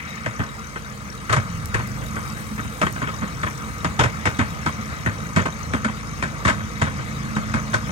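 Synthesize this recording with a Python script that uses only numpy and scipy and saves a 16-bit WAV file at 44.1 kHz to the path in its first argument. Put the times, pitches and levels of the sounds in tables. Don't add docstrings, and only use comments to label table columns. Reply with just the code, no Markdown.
import sys
import numpy as np
from scipy import signal
from scipy.fft import rfft, irfft, next_fast_len
from scipy.io import wavfile
from scipy.ndimage import uniform_filter1d

SR = 44100
rng = np.random.default_rng(int(sys.argv[2]) if len(sys.argv) > 2 else 0)


def generate_wav(sig):
    pcm = np.round(np.clip(np.atleast_2d(sig).T, -1, 1) * 32767).astype(np.int16)
    wavfile.write(sys.argv[1], SR, pcm)


def undo_db(level):
    steps = np.asarray(level, float) / 20
    return 10 ** steps


N = 348831

# time in seconds, roughness in dB.
ROUGHNESS = [(0, -3.5), (.6, -5.5), (1.15, -5.5), (1.5, -1), (2.35, -0.5), (2.7, -2.5), (3.2, 1), (3.6, -1),
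             (4.3, 1.5), (6, -0.5), (7.9, 2.5)]
# frequency in Hz, bandwidth in Hz, relative level in dB.
BODY_MODES = [(44.8, 29, -20), (75.7, 17.6, 0.5), (110, 26.6, -1.5), (162.4, 40.7, -1.5), (218.5, 31.7, -2),
              (300, 57, -10)]


def read(points, hz):
    f, value = np.transpose(points)
    return np.interp(np.log(hz + 1), np.log(f + 1), value)


def curve(rows, column):
    rows = np.array(rows)
    return np.interp(np.arange(N) / SR, rows[:, 0], rows[:, column])


def evened(x):
    return x / np.sqrt(np.mean(x ** 2) + 1e-20)


def slow(size):
    wander = uniform_filter1d(rng.standard_normal(N), size)
    return evened(uniform_filter1d(wander, size))


def ring(x, modes):
    out = np.zeros(len(x))
    for k, (hz, width, db) in enumerate(modes):
        pole = np.exp((2j * np.pi * hz - np.pi * width) / SR)
        mode = signal.lfilter([1], [1, -pole], x).imag
        out += (-1) ** k * undo_db(db) * (1 - abs(pole)) * mode
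    return out


def noise(spectrum, patchy_db):
    real, imag, patches = rng.standard_normal((3, 513, N // 256 + 5))
    patches = uniform_filter1d(patches, 10, axis=0)
    patches = evened(uniform_filter1d(patches, 8, axis=1))
    colour_db = read(spectrum, np.fft.rfftfreq(1024, 1 / SR))[:, None]
    cells = (real + 1j * imag) * undo_db(colour_db + patchy_db * patches)
    return evened(signal.istft(cells, nperseg=1024, noverlap=768)[1][:N])


def rail_grit():
    size = undo_db(-2.5 * np.minimum(rng.exponential(1, N), 5))
    struck = rng.random(N) < 1500 / SR
    return size * struck * rng.choice([-1, 1], N)


def roar(grit):
    # frequency in Hz, relative level in dB per Hz.
    roar_colour = [(190, -59), (330, 0.5), (386, -15), (484, -2), (795, -6), (1270, 1.5), (1570, -2.5),
                   (2180, -11), (3190, -16), (6490, -17.5), (9800, -26), (12700, -69), (21600, -120)]
    # frequency in Hz, bandwidth in Hz, relative level in dB.
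    rail_modes = [(463, 45, -4), (1156, 136, -6), (1270, 49, 0)]
    base_db, follows = -40, 0.49
    flutter_db = 2.5 * slow(size=600)
    singing = undo_db(-3 + flutter_db) * evened(ring(grit, rail_modes))
    wide = undo_db(2.5) * noise(roar_colour, patchy_db=3.0)
    return undo_db(base_db + follows * curve(ROUGHNESS, column=1)) * (wide + singing)


def scrape_db():
    # middle in seconds, half length in seconds, dB over the light scrape.
    leans = [(0.02, .45, 11), (1.9, 0.76, 3.2), (4.5, 1.3, 6.2), (7.2, 1.1, 5.5)]
    light_db = -49
    t = np.arange(N) / SR
    return light_db + sum(db * np.exp(-((t - s) / half) ** 2) for s, half, db in leans)


def scrape(grit):
    # frequency in Hz, bandwidth in Hz, relative level in dB.
    flange_modes = [(1740, 390, 3.8), (2135, 390, 8.2)]
    level_db = scrape_db() + 2 * slow(size=600)
    return undo_db(level_db) * evened(ring(grit[::-1], flange_modes))


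def shake():
    base_db, follows = -34.5, 1.05
    level_db = base_db + follows * curve(ROUGHNESS, column=1) + 2 * slow(size=900)
    shaken = ring(rng.standard_normal(N), BODY_MODES)
    return undo_db(level_db) * evened(ring(shaken, BODY_MODES))


def rolling():
    grit = rail_grit()
    return roar(grit) + scrape(grit) + shake()


def blow_parts(clack_hz, thud_db, length, db, chance):
    # frequency in Hz, bandwidth in Hz, relative level in dB.
    frame_modes = [(355, 206, -6), (514, 95, -4), (621, 56, -1), (934, 175, -3.5), (1080, 90, 0),
                   (1270, 62, 0.5), (1510, 129, 1.5), (1878, 240, -3), (2190, 95, -3.5), (2440, 370, -11.5),
                   (3270, 260, -15)]
    # frequency in Hz, bandwidth in Hz, relative level in dB.
    loose_modes = [(3625, 200, 13.4), (4470, 440, 8.2), (5340, 830, 6.3), (6490, 260, 7.7),
                   (6930, 400, 7.7), (8400, 1220, 7.2)]
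    near_db, colour_db = 3.5, 2.0
    tail_db, tail_s, thud_s = -14, 0.035, 0.0082
    size, hit, push, colour = chance
    t = np.arange(len(size)) / SR

    shape = np.exp(-(t / max(length, .003)) ** 1.04)
    shape += undo_db(tail_db) * np.exp(-t / tail_s)
    shape *= np.minimum(t / .0015, 1)
    scraping = hit[::-1] * shape
    impacts = np.convolve(size * (abs(hit) < .04), np.hanning(9), "same") * shape
    shower = impacts + .2 * scraping

    struck = []
    for (hz, width, gain), c in zip(frame_modes, colour):
        near = near_db * np.exp(-(np.log2(hz / clack_hz) / 0.26) ** 2)
        struck.append((hz, width, gain + near + colour_db * c))
    clack = ring(shower, struck)

    shaken = [(hz, width, gain + colour_db * c) for (hz, width, gain), c in zip(loose_modes, colour[::-1])]
    jingle = ring(scraping * (1 + abs(impacts)), shaken)

    thud_hz = 150 * 2 ** (0.61 * np.tanh(colour[-20]))
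    swell = t / thud_s * np.exp(1 - t / thud_s)
    thud = ring(push * swell, BODY_MODES + [(thud_hz, 30, 9)])
    return (clack, db), (jingle, -8 + 2 * db), (thud, db + thud_db)


def knocks():
    # start in seconds, clack level in dB,
    # clack pitch in Hz, thud over clack in dB, rattle length in seconds.
    joints = [(0.259, -12.5, 614, -3.5, 0.013), (0.392, -15.5, 1020, 6, 0.041),
              (1.293, -10.5, 1220, -1, 0.057), (2.813, -8, 772, -8, 0.014), (3.216, -18.5, 1140, 6.5, 0.03),
              (3.991, -5, 990, -1, .028), (4.387, -8.5, 1060, 2, .023), (5.36, -7, 760, 3.5, 0.031),
              (5.733, -10.5, 710, 0.5, 0.02), (6.449, -7, 1190, -0.5, 0.044),
              (6.814, -7.5, 990, 1.5, 0.023), (7.537, -10.5, 1260, 2, 0.031), (7.889, -20.5, 999, 0, .016)]
    # start in seconds, clack level in dB, clack pitch in Hz, thud over clack in dB.
    flat_spot = [(1.741, -8.5, 1090, -3), (2.159, -17.5, 1160, -2.5), (2.578, -17.5, 1240, -1),
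                 (3.015, -15, 1167, 0.5), (3.43, -11.5, 1150, -2.5), (3.844, -9, 1070, -4),
                 (4.254, -7, 2127, -3.5), (4.66, -9, 1100, -1), (5.059, -10.5, 1520, 2),
                 (5.454, -11, 960, -4.5), (5.844, -9.5, 1512, -1), (6.224, -9.5, 1510, -6.5),
                 (6.601, -23.5, 1200, 0), (6.987, -22, 1157, 3), (7.362, -12.5, 1490, 1),
                 (7.738, -6.5, 1510, -6.5)]
    # start in seconds, clack level in dB, clack pitch in Hz, thud over clack in dB.
    jolts = [(0.756, -18.5, 1270, -20), (1.325, -5, 1270, -6), (1.362, -9.5, 1320, 2),
             (1.791, -17.5, 1083, 3), (2.015, -24, 509, 1), (2.507, -36.5, 1164, 17.5),
             (2.646, -27, 2190, 12.5), (2.826, -10.5, 1280, 0), (2.864, -11.5, 1840, -17),
             (2.959, -19.5, 525, -5), (3.07, -16.5, 1240, -16), (3.461, -14.5, 1199, -10),
             (4.034, -7.5, 514, -2), (4.412, -14.5, 1066, -0.5), (5.392, -15.5, 1220, 3.5),
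             (5.883, -19, 1080, .5), (6.477, -6, 1270, -12), (6.495, -8, 1480, -8),
             (6.865, -16.5, 989, 1.5), (7.731, -13.5, 1260, -11)]
    blows = joints + [row + (.018,) for row in flat_spot]
    blows += [row + (0.016,) for row in jolts]
    size = 8000
    out = np.zeros(N + size)
    for s, db, clack_hz, thud_db, length in blows:
        chance = rng.standard_normal((4, size))
        for part, part_db in blow_parts(clack_hz, thud_db, length, db, chance):
            loudest = np.sqrt(uniform_filter1d(part ** 2, 400).max() * 8)
            out[round(s * SR):][:size] += undo_db(part_db) * part / loudest
    return out[:N]


def engine():
    # time in seconds, firings per second, level in dB under all orders.
    running = [(0, 28.1, -51), (.7, 27.6, -49.5), (1.15, 24.5, -49), (1.32, 27.5, -45), (1.43, 25, -45.5),
               (1.55, 20.3, -39.5), (1.71, 19.7, -41.5), (1.85, 24, -42), (2.04, 27, -39.5),
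               (2.16, 27, -45), (5.5, 26.8, -45.5), (7.9, 26.8, -40.5)]
    # multiple of the firing rate, dB over the running level.
    exhaust_orders = [(2, 1.5), (3, -19), (4, 0.5), (5, 2.5), (6, -3), (7, -8.5), (8, 2), (9, -14.5),
                      (10, -8), (11, -15.5), (12, -11.5)]
    turns = np.cumsum(curve(running, column=1)) / SR
    orders = np.zeros(N)
    for k, db in exhaust_orders:
        late = .1 * k ** 2 + .6 * slow(size=5000)
        orders += undo_db(db + 2.6 * slow(size=4000)) * np.cos(2 * np.pi * k * turns - late)
    return np.sqrt(2) * undo_db(curve(running, column=2)) * orders


def chain():
    # time in seconds, links per second.
    pace = [(0, 38.5), (1, 39.5), (3, 43.4), (4, 44), (6, 48), (7.9, 49)]
    # frequency in Hz, bandwidth in Hz, relative level in dB.
    link_modes = [(3795, 39, 5), (5640, 106, -2.5), (6200, 76, 1.5), (6690, 67, 1)]
    uneven_db, drift_db, seat_s = 5.5, -0.5, 0.0014
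    links = np.cumsum(curve(pace, column=1)) / SR
    at = np.flatnonzero(np.diff(np.floor(links)))
    sizes = undo_db(uneven_db * np.clip(rng.standard_normal((len(at), len(link_modes))), -2, 2))
    seat = np.exp(-np.arange(300) / SR / seat_s)
    out = np.zeros(N)
    for mode, size in zip(link_modes, sizes.T):
        ticks = np.zeros(N)
        ticks[at] = size
        scuff = signal.oaconvolve(ticks, seat)[:N] * rng.standard_normal(N)
        out += undo_db(drift_db * slow(size=5000)) * ring(scuff, [mode])
    return undo_db(-51.5) * evened(out)


def grass():
    # frequency in Hz, relative level in dB per Hz.
    swish_colour = [(5000, -23), (8000, 8), (11500, 0.5), (16000, -4)]
    # time in seconds, thickness in dB (the swish lies 7 dB higher).
    stalks = [(0, -60), (1.5, -59), (2.35, -53), (3.2, -56.5), (3.6, -56), (6, -60), (7.9, -58)]
    # start in seconds, level in dB of the noise that is then sharpened.
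    snaps = [(1.6575, -25.5), (1.8743, -35), (2.065, -34), (2.926, -30)]
    strokes_db = 1.9 * slow(size=400)
    out = undo_db(curve(stalks, column=1) + 7.0 + strokes_db) * noise(swish_colour, patchy_db=-2.5)
    t = np.arange(400) / SR
    for s, db in snaps:
        crack = np.convolve(rng.standard_normal(len(t)), [1, 0, -1], "same")
        snap = undo_db(db) * crack * np.exp(-t / 0.0013)
        part = out[round(s * SR):][:len(t)]
        part += snap[:len(part)]
    return out


def scene():
    return np.array([rolling() + knocks() + engine() + chain() + grass() for _ in range(2)])


def band_limit(x):
    return signal.sosfilt(signal.butter(12, 16950, fs=SR, output="sos"), x)


def record(dry):
    # frequency in Hz, left over right in dB, likeness from 0 to 1,
    # lead of the left in radians.
    port_rows = [(40, 2, .3, -.2), (100, -.5, .6, -.4), (200, -1.5, .86, -.6), (500, -2, .6, -1.1),
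                 (700, -6.5, .7, -1.7), (1200, 3, .85, -1.5), (1800, 7, .85, -3.1), (2240, 8, .7, -4.6),
                 (3790, 9, .3, -6.4), (6400, 13, .35, -11.7), (8000, 2, .3, -15), (8800, -6, .25, -18),
                 (9500, -4, .4, -20.5), (10200, -1, .95, -22), (11000, 0, .98, -23.5),
                 (16500, 0, .98, -33.7)]
    size = next_fast_len(N)
    freqs = np.fft.rfftfreq(size, 1 / SR)
    low_cut = signal.butter(3, 45, "high", fs=SR, output="sos")
    high_cut = freqs < 15900
    direct, scattered = rfft(signal.sosfilt(low_cut, dry), size) * high_cut
    hz, *columns = np.transpose(port_rows)
    tilt_db, same, lead = (np.interp(freqs, hz, c) for c in columns)
    same = np.clip(same, 0, 1)
    left = direct * undo_db(tilt_db / 2)
    right = (same * direct + np.sqrt(1 - same ** 2) * scattered) * np.exp(-1j * lead)
    right = right * undo_db(-tilt_db / 2)
    ports = irfft(np.array([left, right]), size)[:, :N]
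    return band_limit(ports)


dry = scene()
out = record(dry)
generate_wav(out)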